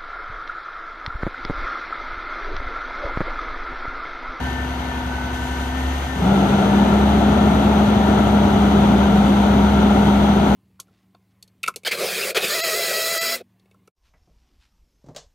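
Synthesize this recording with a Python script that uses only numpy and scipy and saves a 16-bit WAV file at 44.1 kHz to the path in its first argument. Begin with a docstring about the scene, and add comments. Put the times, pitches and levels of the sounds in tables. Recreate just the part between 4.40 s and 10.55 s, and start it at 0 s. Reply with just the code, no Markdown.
"""A garbage truck's six-cylinder diesel stands at fast idle: firing tones throb, and knocks shape coloured noise.
A pump, gears and an alternator whine as tones tied to the engine speed. At 0.9 s a valve opens: hissing noise.
At 1.7 s the clutch of the cooling fan grabs, a rumble shakes the frame and the engine sags under the load.
The fan swoops up, drones as a tone and roars as noise to the end, while sheet metal rings round it.
A phone hears it all in stereo."""
import sys
import numpy as np
from scipy import signal
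from scipy.fft import rfft, irfft
from scipy.io import wavfile
from scipy.ndimage import map_coordinates

SR = 44100
rng = np.random.default_rng(int(sys.argv[2]) if len(sys.argv) > 2 else 0)


def digitize_waveform(pressure):
    """Quantize a signal to 16-bit integers and store it at the path in sys.argv[1].

    Rows of a 2-D input are taken as channels; values are limited to [-1, 1].
    """
    field = np.atleast_2d(pressure).T
    bounded = np.clip(field, -1, 1)
    quanta = np.round(bounded * 32767).astype(np.int16)
    wavfile.write(sys.argv[1], SR, quanta)


N = 271215  # length in samples
IDLE_HZ = 67.5  # firings per second at fast idle


def undb(db):
    """Turn decibels into gain."""
    return 10 ** (np.asarray(db) / 20)


def left_right(pan_db):
    """Share a level difference (left minus right, dB) between the two channels, as dB."""
    return np.array([[pan_db], [-pan_db]]) / 2


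def curve(table):
    """Join the (seconds, value) rows of a table by straight lines, at every sample."""
    return np.interp(np.arange(N) / SR, *np.transpose(table))


def spectrum(points):
    """Join (Hz, value) rows on a log-frequency axis, at every frequency bin."""
    hz, value = np.transpose(points)
    bin_hz = np.arange(N // 2 + 1) * SR / N
    return np.interp(np.log(bin_hz + 1), np.log(hz), value)


def walk(rate):
    """Wander slowly and smoothly by chance, with a spread of about 1; rate is fresh levels per second."""
    fresh = rng.standard_normal(int(rate * N / SR) + 3)
    levels = signal.resample_poly(fresh, 4, 1)
    return np.interp(np.arange(N) * 4 * rate / SR, np.arange(len(levels)), levels)


def noise():
    """Make two unrelated white noises."""
    return rng.standard_normal((2, N))


def since(start_s):
    """Seconds passed since a moment, zero before it."""
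    return np.maximum(np.arange(N) / SR - start_s, 0)


def resonance(white, hz, width_hz):
    """Ring a white noise in one resonance and bring it to an rms of 1."""
    edges_hz = [hz - width_hz / 2, hz + width_hz / 2]
    rung = signal.sosfilt(signal.butter(2, edges_hz, "band", fs=SR, output="sos"), white)
    return rung / rung.std()


def radiate(pair, colour):
    """Colour two white signals and spread them over the phone's two ports: alike in the bass, unevenly above."""
    # How alike the ports hear the sound. Each row: frequency in Hz, likeness from 0 to 1.
    likeness = [(60, .99), (200, .99), (420, .93), (520, .65), (720, .93), (950, .85), (1180, .25),
                (1350, .78), (1600, .2), (1900, .3), (2080, .7), (2330, .2), (2500, .5), (2800, .4),
                (3250, .72), (4200, .3), (6000, .15), (8500, .25), (10000, .6), (13000, .9)]
    # Which port is louder. Each row: frequency in Hz, left minus right in dB.
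    balance_db = [(250, 1.3), (420, -1), (570, 11), (820, 1), (1000, 2), (1270, 12), (1700, 1),
                  (2300, -5.5), (2750, 3), (3600, 7), (5200, 0), (6000, 12), (8100, 5.5), (9000, 0.2)]
    # The two ports hear each frequency at a different phase.
    # Each row: frequency in Hz, lead of the left in radians.
    port_phase = [(60, .05), (200, .22), (400, .75), (520, 1.3), (620, .1), (820, .3), (1000, 1.6),
                  (1250, 5), (1500, 7), (1700, 9.4), (2050, 12.3), (2550, 12.1), (3000, 14.2), (3500, 15.2),
                  (4400, 13.6), (5500, 12.5), (7200, 12.5), (9300, 9.4), (12500, 6.3)]
    # Treble response of the ports. Each row: frequency in Hz, level in dB.
    port_colour = [(4800, -0.5), (5600, -2.5), (5950, 6.5), (6700, 3.5), (7400, -5.5), (8400, 2),
                   (9400, -6), (10500, 2.5), (12500, 1.5), (13500, -7.5), (15500, -13)]
    alike = np.clip(spectrum(likeness), -1, 1)
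    mid, side = rfft(pair) * np.sqrt(np.array([1 + alike, 1 - alike]) / 2)
    lean = undb(spectrum(balance_db))
    late = np.exp(-1j * spectrum(port_phase))
    ports = np.array([(mid + side) * lean, (mid - side) * late])
    ports = ports * np.sqrt(2 / (1 + lean ** 2))  # the lean leaves the total power as it was
    gain = undb(spectrum(colour) + spectrum(port_colour))
    return irfft(ports * gain * np.sqrt(SR / 2), N)  # colour is in dB per Hz


def panel_ring(tone_hz):
    """Decibels that ringing panels add to a tone as it nears their resonances."""
    # Panels. Each row: resonance in Hz, width in Hz, boost at the resonance in dB.
    panels = [(252, 22, 8), (941, 32, 13), (1522, 48, 10.5), (1795, 70, 7)]
    return sum(db / (1 + (2 * (tone_hz - hz) / width_hz) ** 2) for hz, width_hz, db in panels)


def exhaust(firings, firing_hz, fan_load, waver_db=0.9):
    """The firing boom and its overtones; a neighbour a sixth higher makes it throb once every engine cycle."""
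    # Exhaust note. Each row: multiple of the firing rate, level in dB before the drive below is added.
    exhaust_orders = [(1, 0), (7 / 6, -8), (9 / 6, -21), (10 / 6, -16), (2, -7.5), (14 / 6, -23),
                      (15 / 6, -21), (3, -19), (25 / 6, -22), (31 / 6, -20)]
    # Drive of the boom as it swells and dips. Each row: time in seconds, level in dB.
    boom_table = [(0, -27), (.6, -30.5), (1.1, -27.5), (1.45, -22.5), (1.6, -23.5), (1.72, -29.5),
                  (1.9, -25), (1.98, -31), (2.22, -33), (2.35, -27), (2.65, -22), (3.4, -23.5),
                  (3.8, -25.5), (4.5, -24), (4.9, -25), (5.4, -23.5), (6.15, -23.5)]
    # The throb: level at idle, change as speed rises (fades out under the fan), change at full fan load.
    lope_idle_db, lope_db_per_hz, lope_load_db = -31.5, -4, -4
    overtone_db = -31.5
    boom_db = curve(boom_table)
    above_idle_hz = firing_hz - IDLE_HZ
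    lope_db = lope_idle_db + lope_db_per_hz * above_idle_hz * (1 - fan_load) + lope_load_db * fan_load
    out = 0
    for order, db in exhaust_orders:
        if order == 1:
            drive_db = boom_db
        elif order % 1:  # tones between whole multiples come from unequal cylinders
            drive_db = lope_db
        else:
            drive_db = overtone_db
        tone = np.cos(2 * np.pi * order * firings)
        out = out + tone * undb(db + drive_db + waver_db * walk(9))
    return np.sqrt(2) * out


def clatter(firings, firing_hz, fan_load, speed_db_per_hz=0.5, lug_db_per_hz=1.0, repeat=0.62,
            repeat_top_hz=1900, knock_depth=0.18, knock_decay=0.37, waver_db=0.5):
    """Each cylinder knocks in its own way, cycle after cycle; the treble of each knock is new."""
    # Clatter of the engine block, before wavering. Each row: frequency in Hz, level at idle speed in dB per Hz.
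    block = [(25, -54), (50, -56.5), (120, -56.5), (180, -62.5), (300, -58), (430, -64.5), (620, -62),
             (740, -59.5), (950, -58.5), (1130, -64.5), (1400, -62.5), (1550, -63.5), (1680, -68.5),
             (2050, -67.5), (2500, -73.5), (3200, -70), (5300, -84.5), (12500, -93.5)]
    # Knock of each cylinder in firing order, in dB.
    cylinder_db = [6, 4, 2.5, -8, 1, -2]
    # One random pattern per channel, read again every six firings.
    size = 4096
    place = firings / 6 % 1 * size
    patterns = rng.standard_normal((2, size))
    cycle = np.array([map_coordinates(p, [place], order=3, mode="grid-wrap") for p in patterns])
    # The repeating share of the power shrinks towards the treble, and fresh noise fills the rest.
    bin_hz = np.arange(N // 2 + 1) * SR / N
    share = np.clip(repeat, 0, 1) / (1 + (bin_hz / repeat_top_hz) ** 4)
    grit = irfft(rfft(cycle) * np.sqrt(share) + rfft(noise()) * np.sqrt(1 - share), N)
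    # Each knock dies away over a share of the time between firings.
    strength = undb(cylinder_db)[firings.astype(int) % 6]
    gate = 1 + knock_depth * strength * np.exp(-(firings % 1) / knock_decay)
    gate = gate / np.sqrt(np.mean(gate ** 2))
    # Without the fan it grows with speed; loaded, it knocks harder as the engine is dragged down.
    db = (speed_db_per_hz - lug_db_per_hz * fan_load) * (firing_hz - IDLE_HZ) + waver_db * walk(14)
    return radiate(grit * gate * undb(db), block)


def clutch():
    """Share of full fan speed: the fan freewheels until the clutch grabs, then spins up gently at first."""
    freewheel_share, grabs_s, spin_up_s = .25, 1.685, .115
    return 1 - (1 - freewheel_share) * np.exp(-(since(grabs_s) / spin_up_s) ** 2)


def fan(firing_hz, speed, waver_db=0.2, waver_rad=0.072, chop=0.061, buffet_db=0.57, drone_power=1.0,
        roar_power=1.82, rush_from_hz=320, rush_power=1.2):
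    """Blades pass the shroud with a clean drone and chop the air that they tear through the radiator."""
    # Drone before tip speed and panels change it. Each row: time in seconds, level in dB.
    drone_table = [(1.9, -16.5), (2.05, -19.5), (2.35, -16), (3.15, -18.5), (3.55, -17.5), (3.9, -17),
                   (4.7, -16), (5, -17), (5.4, -16), (5.7, -15.5), (6.15, -18.5)]
    # Air torn by the fan. Each row: frequency in Hz, level in dB per Hz near full speed.
    roar = [(25, -49), (50, -56), (95, -45), (125, -46), (180, -41), (270, -43.5), (320, -48), (400, -45.5),
            (490, -52.5), (600, -49), (760, -49), (930, -51.5), (1050, -56.5), (1250, -57), (1360, -55),
            (1750, -66.5), (2100, -67.5), (2700, -70.5), (3400, -65), (3950, -71.5), (4800, -83),
            (12500, -93.5)]
    # The drone sets in above a share of full speed, over a further share, and so is heard swooping up.
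    drone_from_share, drone_onset_share = .62, .35
    blades_per_firing = 3.046  # blade passes per firing at full fan speed
    blade_hz = blades_per_firing * firing_hz * speed
    blade = 2 * np.pi * np.cumsum(blade_hz) / SR
    drone_db = curve(drone_table) + panel_ring(blade_hz) + waver_db * walk(21)
    drone = np.sqrt(2) * np.sin(blade + waver_rad * walk(21.94)) * undb(drone_db)
    air = noise() * (1 + chop * np.cos(blade)) * undb(buffet_db * walk(60))
    # Drone and roar both grow with tip speed.
    tip_speed = speed * firing_hz / firing_hz.mean()
    onset = np.clip((speed - drone_from_share) / drone_onset_share, 0, 1)
    drone = drone * onset * tip_speed ** drone_power * undb(left_right(1) * 1.0)
    # The rumble builds first; the rush above it needs nearly full speed.
    rumble = signal.sosfiltfilt(signal.butter(2, rush_from_hz, fs=SR, output="sos"), air)
    air = rumble + (air - rumble) * speed ** rush_power
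    return drone + radiate(air * tip_speed ** roar_power, roar)


def shroud(fan_load, firing_hz, lug_db_per_hz=1.5):
    """The draught rings the sheet metal round the fan, harder while the engine labours."""
    # Metal. Each row: resonance in Hz, width in Hz, level in dB at full fan load and idle speed,
    # left minus right in dB.
    sheets = [(759, 30, -37, 0), (1350, 58, -41.5, 9.5)]
    drive = fan_load * undb(lug_db_per_hz * (IDLE_HZ - firing_hz))
    out = 0
    for hz, width_hz, db, pan_db in sheets:
        ring = resonance(rng.standard_normal(N), hz, width_hz)
        out = out + ring * undb(db + left_right(pan_db))
    return out * drive


def jolt(hz=125, width_hz=70, level_db=-21, attack_s=0.022, decay_s=0.14):
    """The grabbing clutch shakes the frame: a low rumble that starts fast and dies away."""
    after_s = since(1.775)
    rumble = resonance(rng.standard_normal(N), hz, width_hz) * undb(level_db)
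    return rumble * np.minimum(after_s / attack_s, 1) * np.exp(-after_s / decay_s)


def whine(firings, firing_hz, fan_load, flutter_db=0.35, flutter_rad=0.075):
    """Hydraulic pump and timing gears sing at fixed multiples of the firing rate; higher tones flutter more."""
    # Pitch of each tone, as a multiple of the firing rate.
    orders = [3.76, 7, 10.5, 14, 26.34]
    # Base levels, one row per tone. Each row: dB without fan load, dB at full fan load, left minus right in dB.
    levels_db = [(-39, -52, 2.9), (-51.5, -57, 19), (-44, -42, 2.6), (-53, -50, 2.4), (-54.5, -57.5, 19.2)]
    # How the lowest tone, the highest tone and the others swell and fade. Each row: time in seconds, change in dB.
    pump_swell = [(0, -1), (1.2, -1), (1.42, 2.5), (1.56, 2), (1.62, -8), (1.7, 1), (1.8, 0)]  # the hum dips briefly before the fan comes in
    gear_swell = [(0, 3.5), (.22, 6), (.35, -4), (.53, 4), (.72, -2), (.85, -5), (1.03, 3), (1.22, 1),
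                  (1.29, -7), (1.38, 3), (1.52, 2), (1.6, -2), (1.7, 3.5), (1.81, -1), (1.9, -3), (2.3, 6),
                  (2.5, 7), (2.73, -1), (3, 5), (3.3, -6), (3.7, 5), (4, -6), (6.15, 0)]
    steady = [(0, 0)]
    swells = [pump_swell, steady, steady, steady, gear_swell]
    out = 0
    for order, (free_db, loaded_db, pan_db), swell in zip(orders, levels_db, swells):
        db = free_db + (loaded_db - free_db) * fan_load + panel_ring(order * firing_hz)
        db = db + curve(swell) + flutter_db * np.sqrt(order) * walk(35)
        tone = np.sin(2 * np.pi * order * firings + flutter_rad * np.sqrt(order) * walk(27))
        out = out + np.sqrt(2) * tone * undb(db + left_right(pan_db))
    return out


def alternator(firing_hz, fan_load, base_db=-48.5, flutter_db=2.5, flutter_rad=0.4):
    """A thin belt-driven whine that droops in pitch as the fan loads the belt, and sinks away."""
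    # How the whine swells and fades. Each row: time in seconds, change in dB.
    swell = [(0, 2), (.17, -0.5), (.4, -7), (.62, -4.5), (.8, 3.5), (.97, 0), (1.12, -4), (1.28, 0),
             (1.45, -13), (1.66, 1), (1.82, 1), (1.9, 6), (2.05, -12)]
    order = 22.62  # multiple of the firing rate without slip
    belt_slip = 0.027  # share of speed that the belt loses at full fan load
    hz = order * firing_hz * (1 - belt_slip * fan_load)
    tone = np.sqrt(2) * np.sin(2 * np.pi * np.cumsum(hz) / SR + flutter_rad * walk(45))
    return tone * undb(base_db + panel_ring(hz) + curve(swell) + flutter_db * walk(39.8))


def valve(opening_s=0.023, spurt_db=4, spurt_s=0.53, sputter_db=1.4):
    """A hydraulic valve snaps open: oil spurts through, then settles to a slightly uneven hiss."""
    # Oil through the valve. Each row: frequency in Hz, settled level in dB per Hz.
    hiss = [(1500, -116), (3000, -74.5), (4500, -87.5), (5500, -88.5), (6100, -89), (7400, -86.5),
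            (8400, -89), (12000, -95)]
    after_s = since(0.92)
    db = spurt_db * np.exp(-after_s / spurt_s) + sputter_db * walk(21)
    return radiate(noise() * np.minimum(after_s / opening_s, 1) * undb(db), hiss)


def scene():
    """One engine speed drives the exhaust, clatter, whines and fan; the valve and the jolt are added."""
    # Engine speed, which sags when the fan grabs and then recovers.
    # Each row: time in seconds, firing rate in Hz.
    engine_speed = [(0.0, 67.79), (0.45, 67.4), (0.85, 66.77), (1.25, 67.7), (1.62, 69.59), (1.72, 68.27),
                    (1.98, 65.01), (2.22, 65.6), (2.75, 68.36), (3.15, 68.41), (3.85, 67.61), (4.7, 66.46),
                    (5.45, 67.24), (6.15, 66.7)]
    throb_delay_s = .04  # shifts where in the engine cycle the sound starts
    firing_hz = curve(engine_speed)
    firings = np.cumsum(firing_hz) / SR - throb_delay_s * IDLE_HZ  # running count of firings
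    speed = clutch()
    fan_load = speed ** 3
    engine = exhaust(firings, firing_hz, fan_load) + clatter(firings, firing_hz, fan_load)
    cooling = fan(firing_hz, speed) + shroud(fan_load, firing_hz) + jolt()
    whines = whine(firings, firing_hz, fan_load) + alternator(firing_hz, fan_load)
    return engine + cooling + whines + valve()


def record(dry):
    """A 60-sample fade-in gives a clean start; the phone cuts the deep bass and the top."""
    low_cut_hz, top_hz = 50, 15500
    fade = np.minimum(np.arange(N) / 60, 1)
    thinned = signal.sosfilt(signal.butter(4, low_cut_hz, "high", fs=SR, output="sos"), dry * fade)
    return signal.sosfilt(signal.ellip(8, .2, 70, top_hz, fs=SR, output="sos"), thinned)


dry = scene()
out = record(dry)
digitize_waveform(out)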